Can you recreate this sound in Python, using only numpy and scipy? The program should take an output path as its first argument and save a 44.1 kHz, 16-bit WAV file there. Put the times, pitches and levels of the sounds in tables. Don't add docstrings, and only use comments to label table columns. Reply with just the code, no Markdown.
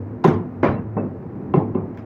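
import sys
import numpy as np
from scipy import signal
from scipy.fft import rfft, irfft, next_fast_len
from scipy.io import wavfile
from scipy.ndimage import uniform_filter1d, map_coordinates

SR = 44100
rng = np.random.default_rng(int(sys.argv[2]) if len(sys.argv) > 2 else 0)


def output_pcm(signal):
    pcm = np.clip(np.atleast_2d(signal).T, -1, 1) * 32767
    wavfile.write(sys.argv[1], SR, np.round(pcm).astype(np.int16))


N = 90404
T = np.arange(SR * 3 // 4) / SR
TOP_HZ, FADE_S = 16800, 0.004

# t/s, level/dB
HUM_LEVEL = [(0.0, -33), (0.15, -37.5), (0.24, -52), (0.36, -26), (0.5, -53.5), (0.62, -35.5),
             (0.77, -44.5), (0.92, -31.5), (1.13, -42), (1.41, -48), (1.64, -33), (1.93, -45.5),
             (2.05, -37.5)]
# f/Hz, level/dB
HUM_LINES = [(145, -44.5), (204.6, -45), (247, -43), (350, -49.5), (791, -58.5)]
HUM_HZ, HUM_DB = 104.1, 3
HUM_WAVER_DB, HUM_DRIFT_RAD = 5, 1.5
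# t/s, level/dB
RUMBLE_LEVEL = [(0, -34), (.5, -38), (1.25, -34.5), (1.8, -32), (2.05, -37.5)]
# f/Hz, level/dB
RUMBLE_COLOUR = [(25, -41), (43, -11.5), (58, -20), (80, -5), (130, -3.5), (290, -5), (450, -11),
                 (640, -30), (3000, -96)]
# f/Hz, level/dB
AIR_COLOUR = [(200, -17), (450, 4.5), (990, -3.5), (1400, -11), (1900, -16), (2600, -26.5), (3300, -38.5),
              (6000, -44.5), (9000, -53.5), (14000, -49), (15200, -47.5), (16500, -49)]
RUMBLE_WAVER_DB, AIR_DB, AIR_WAVER_DB = 0.7, -45, 0.8

# f/Hz, t60/s
SHOP_T60 = [(60, 1), (200, 0.67), (500, 0.36), (1000, 0.37), (2500, 0.31), (5000, 0.22), (9000, 0.13),
            (16000, 0.082)]
SHOP_RISE_S, SHOP_HOLD_S = 0.0019, 0.015
NEAR_HOLD_S = 0.026
SHOP_PATCHY_DB = 7
# f/Hz, level/dB
BOOM_COLOUR = [(25, -24), (45, -10), (92, 1.5), (130, 1), (200, -21), (2000, -91)]
BOOM_S, BOOM_T60, BOOM_NEAR_DB, BOOM_FAR_DB = 0.0515, 0.55, 18, 26.5

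# t/s, level/dB, direct t60/s, room against direct level/dB
TICKS = [(1.946, -16, 0.046, 3), (1.9738, -2, 0.015, 1), (1.985, -10, .05, -2)]
# f/Hz, level/dB
STEEL_COLOUR = [(200, -3), (500, 18), (2000, 7.5), (4300, -14.5), (6000, -13), (7200, -20), (8200, -37.5),
                (13000, -40), (15000, -19.5), (16500, -40.5)]
TICK_DB = -14.5
# t/s, level/dB, direct t60/s, room against direct level/dB
CRACKS = [(0.2402, -9.5, .03, -10), (0.2427, -4, 0.03, -1.5), (0.2490, -4.5, 0.02, 0.5),
          (0.2715, -13, 0.056, 8.5), (0.628, -20.5, 0.069, 4), (1.5400, -24, 0.03, -13)]
# f/Hz, level/dB
BONE_COLOUR = [(200, -17), (900, 26), (3000, 2), (5000, -8.5), (6500, -8.5), (8200, -27), (9300, -21),
               (13800, -27), (15000, -15.5), (16200, -35.5)]

# t/s, spread/s, level/dB
CRUNCHES = [(0.63, 0.055, -4.5), (1.537, 0.039, -16.5), (1.752, 0.02, -33.5)]
# f/Hz, level/dB
GRISTLE_COLOUR = [(200, -12.5), (600, 10), (1200, 16.5), (2100, 15.5), (2800, 6), (3600, -4), (6000, -17.5),
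                  (9000, -42)]
FIBRES_PER_S, CRUNCH_ROOM_DB = 1000, -4
# t/s, length/s, f/Hz, level/dB
SQUEAKS = [(0.708, 0.061, 4000, -59.5), (0.745, 0.062, 2700, -55.5), (0.970, 0.048, 2620, -49.5),
           (1.028, 0.06, 2630, -66)]
SQUEAK_FLUTTER_RAD, BLADE_FLUTTER_RAD, FLUTTER_RATE = 0.65, 1.2, 130

# t/s, level/dB, smack brightness f/Hz, weight on the log level/dB, smack's room hold/s
FAR_CHOPS = [(0.6307, 4.5, 4300, -0.5, 0.031), (0.702, -16, 2240, 4, .005), (0.9674, -11, 2470, 8, .008)]
# f/Hz, level/dB, t60/s
FAR_LOG = [(214.6, -20.5, 0.39), (264.8, -26.5, 0.32), (342, -21, 0.35), (520, -21.5, 0.12),
           (611, -24.5, .16)]
# f/Hz, level/dB
FAR_THUMP_COLOUR = [(40, -37), (100, -10), (170, 3.5), (240, 3.5), (330, 2), (560, -0.5), (740, -12.5),
                    (1100, -19), (3000, -66.5), (16000, -93)]
# f/Hz, level/dB
FAR_SMACK_COLOUR = [(100, -17.5), (500, -0.5), (760, 2), (1040, 3.5), (1400, -6.5), (2200, -13),
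                    (3500, -29.5), (6000, -36), (8500, -35), (16000, -32.5)]
FAR_SMACK_DB, FAR_THUMP_DB = 22.5, 31.5
FAR_T60, FAR_DIRECT_DB, FAR_DIRECT_HZ = 0.054, -10, 2200
FAR_ROCK_S, FAR_ROCK_HZ, FAR_ROCK_DB, FAR_ROCK_PEAK_S = 0.0363, 95.4, -27, 0.033

# t/s, level/dB, thud f/Hz, contact brightness f/Hz, room level/dB, weight on the log level/dB,
# rebound delay t/s, rebound f/Hz, rebound level/dB
CHOPS = [(0.2449, 0, 180, 3400, -2.5, 0.5, 0.0295, 161.4, -6),
         (1.5391, -4, 165, 2137, 0, 2.5, 0.028, 150, -7),
         (1.7488, -17, 242, 1397, 3, 10, 0.0285, 200, -14.5)]
# f/Hz, level/dB
IMPACT_COLOUR = [(60, -20), (300, -27.5), (900, 7), (1500, -7), (3000, -25.5), (6000, -32.5), (16000, -13)]
# f/Hz, level/dB
WASH_COLOUR = [(40, -31), (90, -28), (165, 15), (250, 8.5), (380, 12.5), (560, 1), (800, 2), (1050, -0.5),
               (1400, -22), (2800, -28.5), (4500, -43), (6400, -44.5), (8000, -52.5), (16000, -45)]
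# f/Hz, level/dB, t60/s, rise/s
LOG_MODES = [(370.7, 2, 0.18, 0.015), (561, -14.5, 0.08, 0.006)]
# f/Hz, level/dB, t60/s
FACE_MODES = [(785, -5, 0.029), (1016, -8.5, 0.066), (1040, -27, 0.04), (1261, -17, 0.023)]
# f/Hz, level/dB, t60/s
BLADE_MODES = [(2163, -34.5, 0.14), (2670, -32.5, 0.077), (3170, -45, 0.061), (3870, -51.5, 0.12)]
# f/Hz, level/dB, t60/s
STANDING_MODES = [(145.3, -26, 1), (183.7, -20.5, 0.41), (239.2, -17.5, 0.76), (355, -29.5, 0.96),
                  (432, -22, 0.66), (1054, -31.5, 0.5)]
BITE_S, DAMP_S, DAMP_DB = 0.02, 0.0022, -24.5
IMPACT_DB, IMPACT_T60, WASH_DB = 0.5, 0.067, 29
WALL_S = 0.012
STRIKE_RISE_S, STANDING_RISE_S = 0.0008, 0.029
BLADE_TOP_HZ = 3600
THUD_DB, THUD_PEAK_S = -8.5, 0.0098
REBOUND_PEAK_S = 0.011


def amp(db):
    return 10 ** (np.asarray(db) / 20)


def along(points, hz):
    f, v = np.transpose(points)
    return np.interp(np.log(hz + 1), np.log(f + 1), v)


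def wobble(rate):
    knots = rng.standard_normal(320)
    return map_coordinates(knots, [np.arange(N) * rate / SR], mode="mirror")


def colour(x, gain):
    m = 2 * next_fast_len(len(x))
    target = np.maximum(gain(np.fft.rfftfreq(m, 1 / SR)), 1e-6)
    cepstrum = irfft(np.log(target), m)
    cepstrum[1:m // 2] *= 2
    cepstrum[m // 2 + 1:] = 0
    response = np.exp(rfft(cepstrum))
    return irfft(rfft(x, m) * response, m)[:len(x)]


def shaped(x, spectrum):
    return colour(x, lambda hz: amp(along(spectrum, hz)))


def soften(x, corner_hz, order=2):
    return colour(x, lambda hz: (1 + (hz / corner_hz) ** (2 * order)) ** -.5)


def decay(t, t60):
    return np.exp(-np.log(1000) * t / t60)


def rush(spectrum):
    x = shaped(rng.standard_normal(N + len(T)), spectrum)[-N:]
    return x / x.std()


def burst(t60):
    x = rng.standard_normal(len(T)) * decay(T, t60)
    return x / np.linalg.norm(x)


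def ring(hz, db, t60, rise):
    return amp(db) * np.sin(2 * np.pi * hz * T) * decay(T, t60) * (1 - np.exp(-T / rise))


def struck(modes, rise):
    return sum(ring(hz, db, t60, rise) for hz, db, t60 in modes)


def rock(hz, peak_s):
    u = T / peak_s
    return np.sin(2 * np.pi * hz * T) * u ** 2 * np.exp(1 - u ** 2)


def flutter(hz, depth):
    return np.sin(2 * np.pi * hz * T + depth * wobble(FLUTTER_RATE)[:len(T)])


def add(out, s, x):
    part = out[round(s * SR):][:len(x)]
    part += x[:len(part)]


def hum_line(t, hz, db):
    phase = 2 * np.pi * hz * t + HUM_DRIFT_RAD * wobble(11)
    return amp(db) * np.sqrt(2) * np.sin(phase)


def background():
    t = np.arange(N) / SR
    hum = hum_line(t, HUM_HZ, HUM_DB + np.interp(t, *np.transpose(HUM_LEVEL)))
    for hz, db in HUM_LINES:
        hum += hum_line(t, hz, db + HUM_WAVER_DB * wobble(4))
    rumble_db = np.interp(t, *np.transpose(RUMBLE_LEVEL)) + RUMBLE_WAVER_DB * wobble(5.5)
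    rumble = amp(rumble_db) * rush(RUMBLE_COLOUR)
    air = amp(AIR_DB + AIR_WAVER_DB * wobble(10)) * rush(AIR_COLOUR)
    return hum + rumble + air


def shop(hold=SHOP_HOLD_S):
    hz, t, z = signal.stft(rng.standard_normal(len(T)), SR, nperseg=256)
    patches = uniform_filter1d(rng.standard_normal(z.shape), size=2, axis=0)
    patches = uniform_filter1d(patches, size=9, axis=1)
    treble = hz[:, None] / (hz[:, None] + 1500)
    clusters = amp(SHOP_PATCHY_DB * treble * patches / patches.std())
    fall = decay(np.maximum(t - hold, 0), along(SHOP_T60, hz)[:, None])
    tail = signal.istft(z * fall * clusters, SR, nperseg=256)[1][:len(T)]
    tail = tail * (1 - np.exp(-T / SHOP_RISE_S))
    return tail / np.linalg.norm(tail)


def boom():
    return shaped(burst(BOOM_T60), BOOM_COLOUR)


def snaps(rows, spectrum):
    out = np.zeros(N)
    for s, db, t60, room_db in rows:
        contact = burst(t60) + amp(room_db) * shop()
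        add(out, s, amp(db) * shaped(contact, spectrum))
    return out


def blade_ticks():
    return amp(TICK_DB) * snaps(TICKS, STEEL_COLOUR)


def bone_cracks():
    return snaps(CRACKS, BONE_COLOUR)


def cutting():
    out = np.zeros(N)
    for s, length, db in CRUNCHES:
        snapping = rng.random(len(T)) < FIBRES_PER_S / SR
        fibres = snapping * rng.standard_normal(len(T)) * np.exp(-(T / length) ** 2)
        fibres = fibres / (np.linalg.norm(fibres) + 1e-12)
        room = signal.fftconvolve(fibres, shop(NEAR_HOLD_S))[:len(T)]
        add(out, s, amp(db) * shaped(fibres + amp(CRUNCH_ROOM_DB) * room, GRISTLE_COLOUR))
    for s, length, hz, db in SQUEAKS:
        swell = np.sin(np.pi * np.minimum(T / length, 1))
        add(out, s, amp(db) * swell * flutter(hz, SQUEAK_FLUTTER_RAD))
    return out


def far_direct():
    return amp(FAR_DIRECT_DB) * soften(burst(FAR_T60), FAR_DIRECT_HZ, order=3)


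def far_cleaver():
    out = np.zeros(N)
    for s, db, bright_hz, weight_db, hold in FAR_CHOPS:
        smack = amp(FAR_SMACK_DB) * shaped(far_direct() + shop(hold), FAR_SMACK_COLOUR)
        smack = soften(smack, bright_hz, order=5)
        thump = amp(FAR_THUMP_DB) * shaped(far_direct() + shop(), FAR_THUMP_COLOUR)
        thump = thump + struck(FAR_LOG, STRIKE_RISE_S)
        add(out, s, amp(db) * (smack + amp(weight_db) * thump))
        add(out, s + FAR_ROCK_S, amp(db + FAR_ROCK_DB) * rock(FAR_ROCK_HZ, FAR_ROCK_PEAK_S))
        add(out, s + BOOM_S, amp(db + BOOM_FAR_DB) * boom())
    return out


def near_cleaver():
    out = np.zeros(N)
    lodged = amp(DAMP_DB * (1 + np.tanh((T - BITE_S) / DAMP_S)) / 2)
    log = lodged * sum(ring(*mode) for mode in LOG_MODES)
    for s, db, thud_hz, bright_hz, room_db, weight_db, rebound_s, rebound_hz, rebound_db in CHOPS:
        edge = amp(IMPACT_DB) * shaped(burst(IMPACT_T60), IMPACT_COLOUR)
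        blade = np.zeros(len(T))
        for hz, level, t60 in BLADE_MODES:
            blade += amp(level) * flutter(hz, BLADE_FLUTTER_RAD) * decay(T, t60)
        contact = soften(struck(FACE_MODES, STRIKE_RISE_S) + edge, bright_hz)
        knock = contact + soften(blade, BLADE_TOP_HZ, order=4)
        thud = amp(THUD_DB) * rock(thud_hz, THUD_PEAK_S)
        body = amp(weight_db) * (log + thud) + struck(STANDING_MODES, STANDING_RISE_S)
        add(out, s, amp(db) * (knock + body))
        wash = amp(WASH_DB + room_db) * shaped(shop(NEAR_HOLD_S), WASH_COLOUR)
        add(out, s + WALL_S, amp(db) * soften(wash, bright_hz))
        rebound = amp(weight_db + rebound_db) * rock(rebound_hz, REBOUND_PEAK_S)
        add(out, s + rebound_s, amp(db) * rebound)
        add(out, s + BOOM_S, amp(db + BOOM_NEAR_DB) * boom())
    return out


def scene():
    details = blade_ticks() + bone_cracks() + cutting()
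    return (background() + details + far_cleaver() + near_cleaver())[None]


def record(dry):
    m = next_fast_len(N + SR // 2)
    to_edge = np.minimum(np.arange(N), np.arange(N)[::-1])
    fade = np.clip(to_edge / (FADE_S * SR), 0, 1)
    band = np.fft.rfftfreq(m, 1 / SR) < TOP_HZ
    return irfft(rfft(dry * fade, m) * band, m)[:, :N]


dry = scene()
out = record(dry)
output_pcm(out)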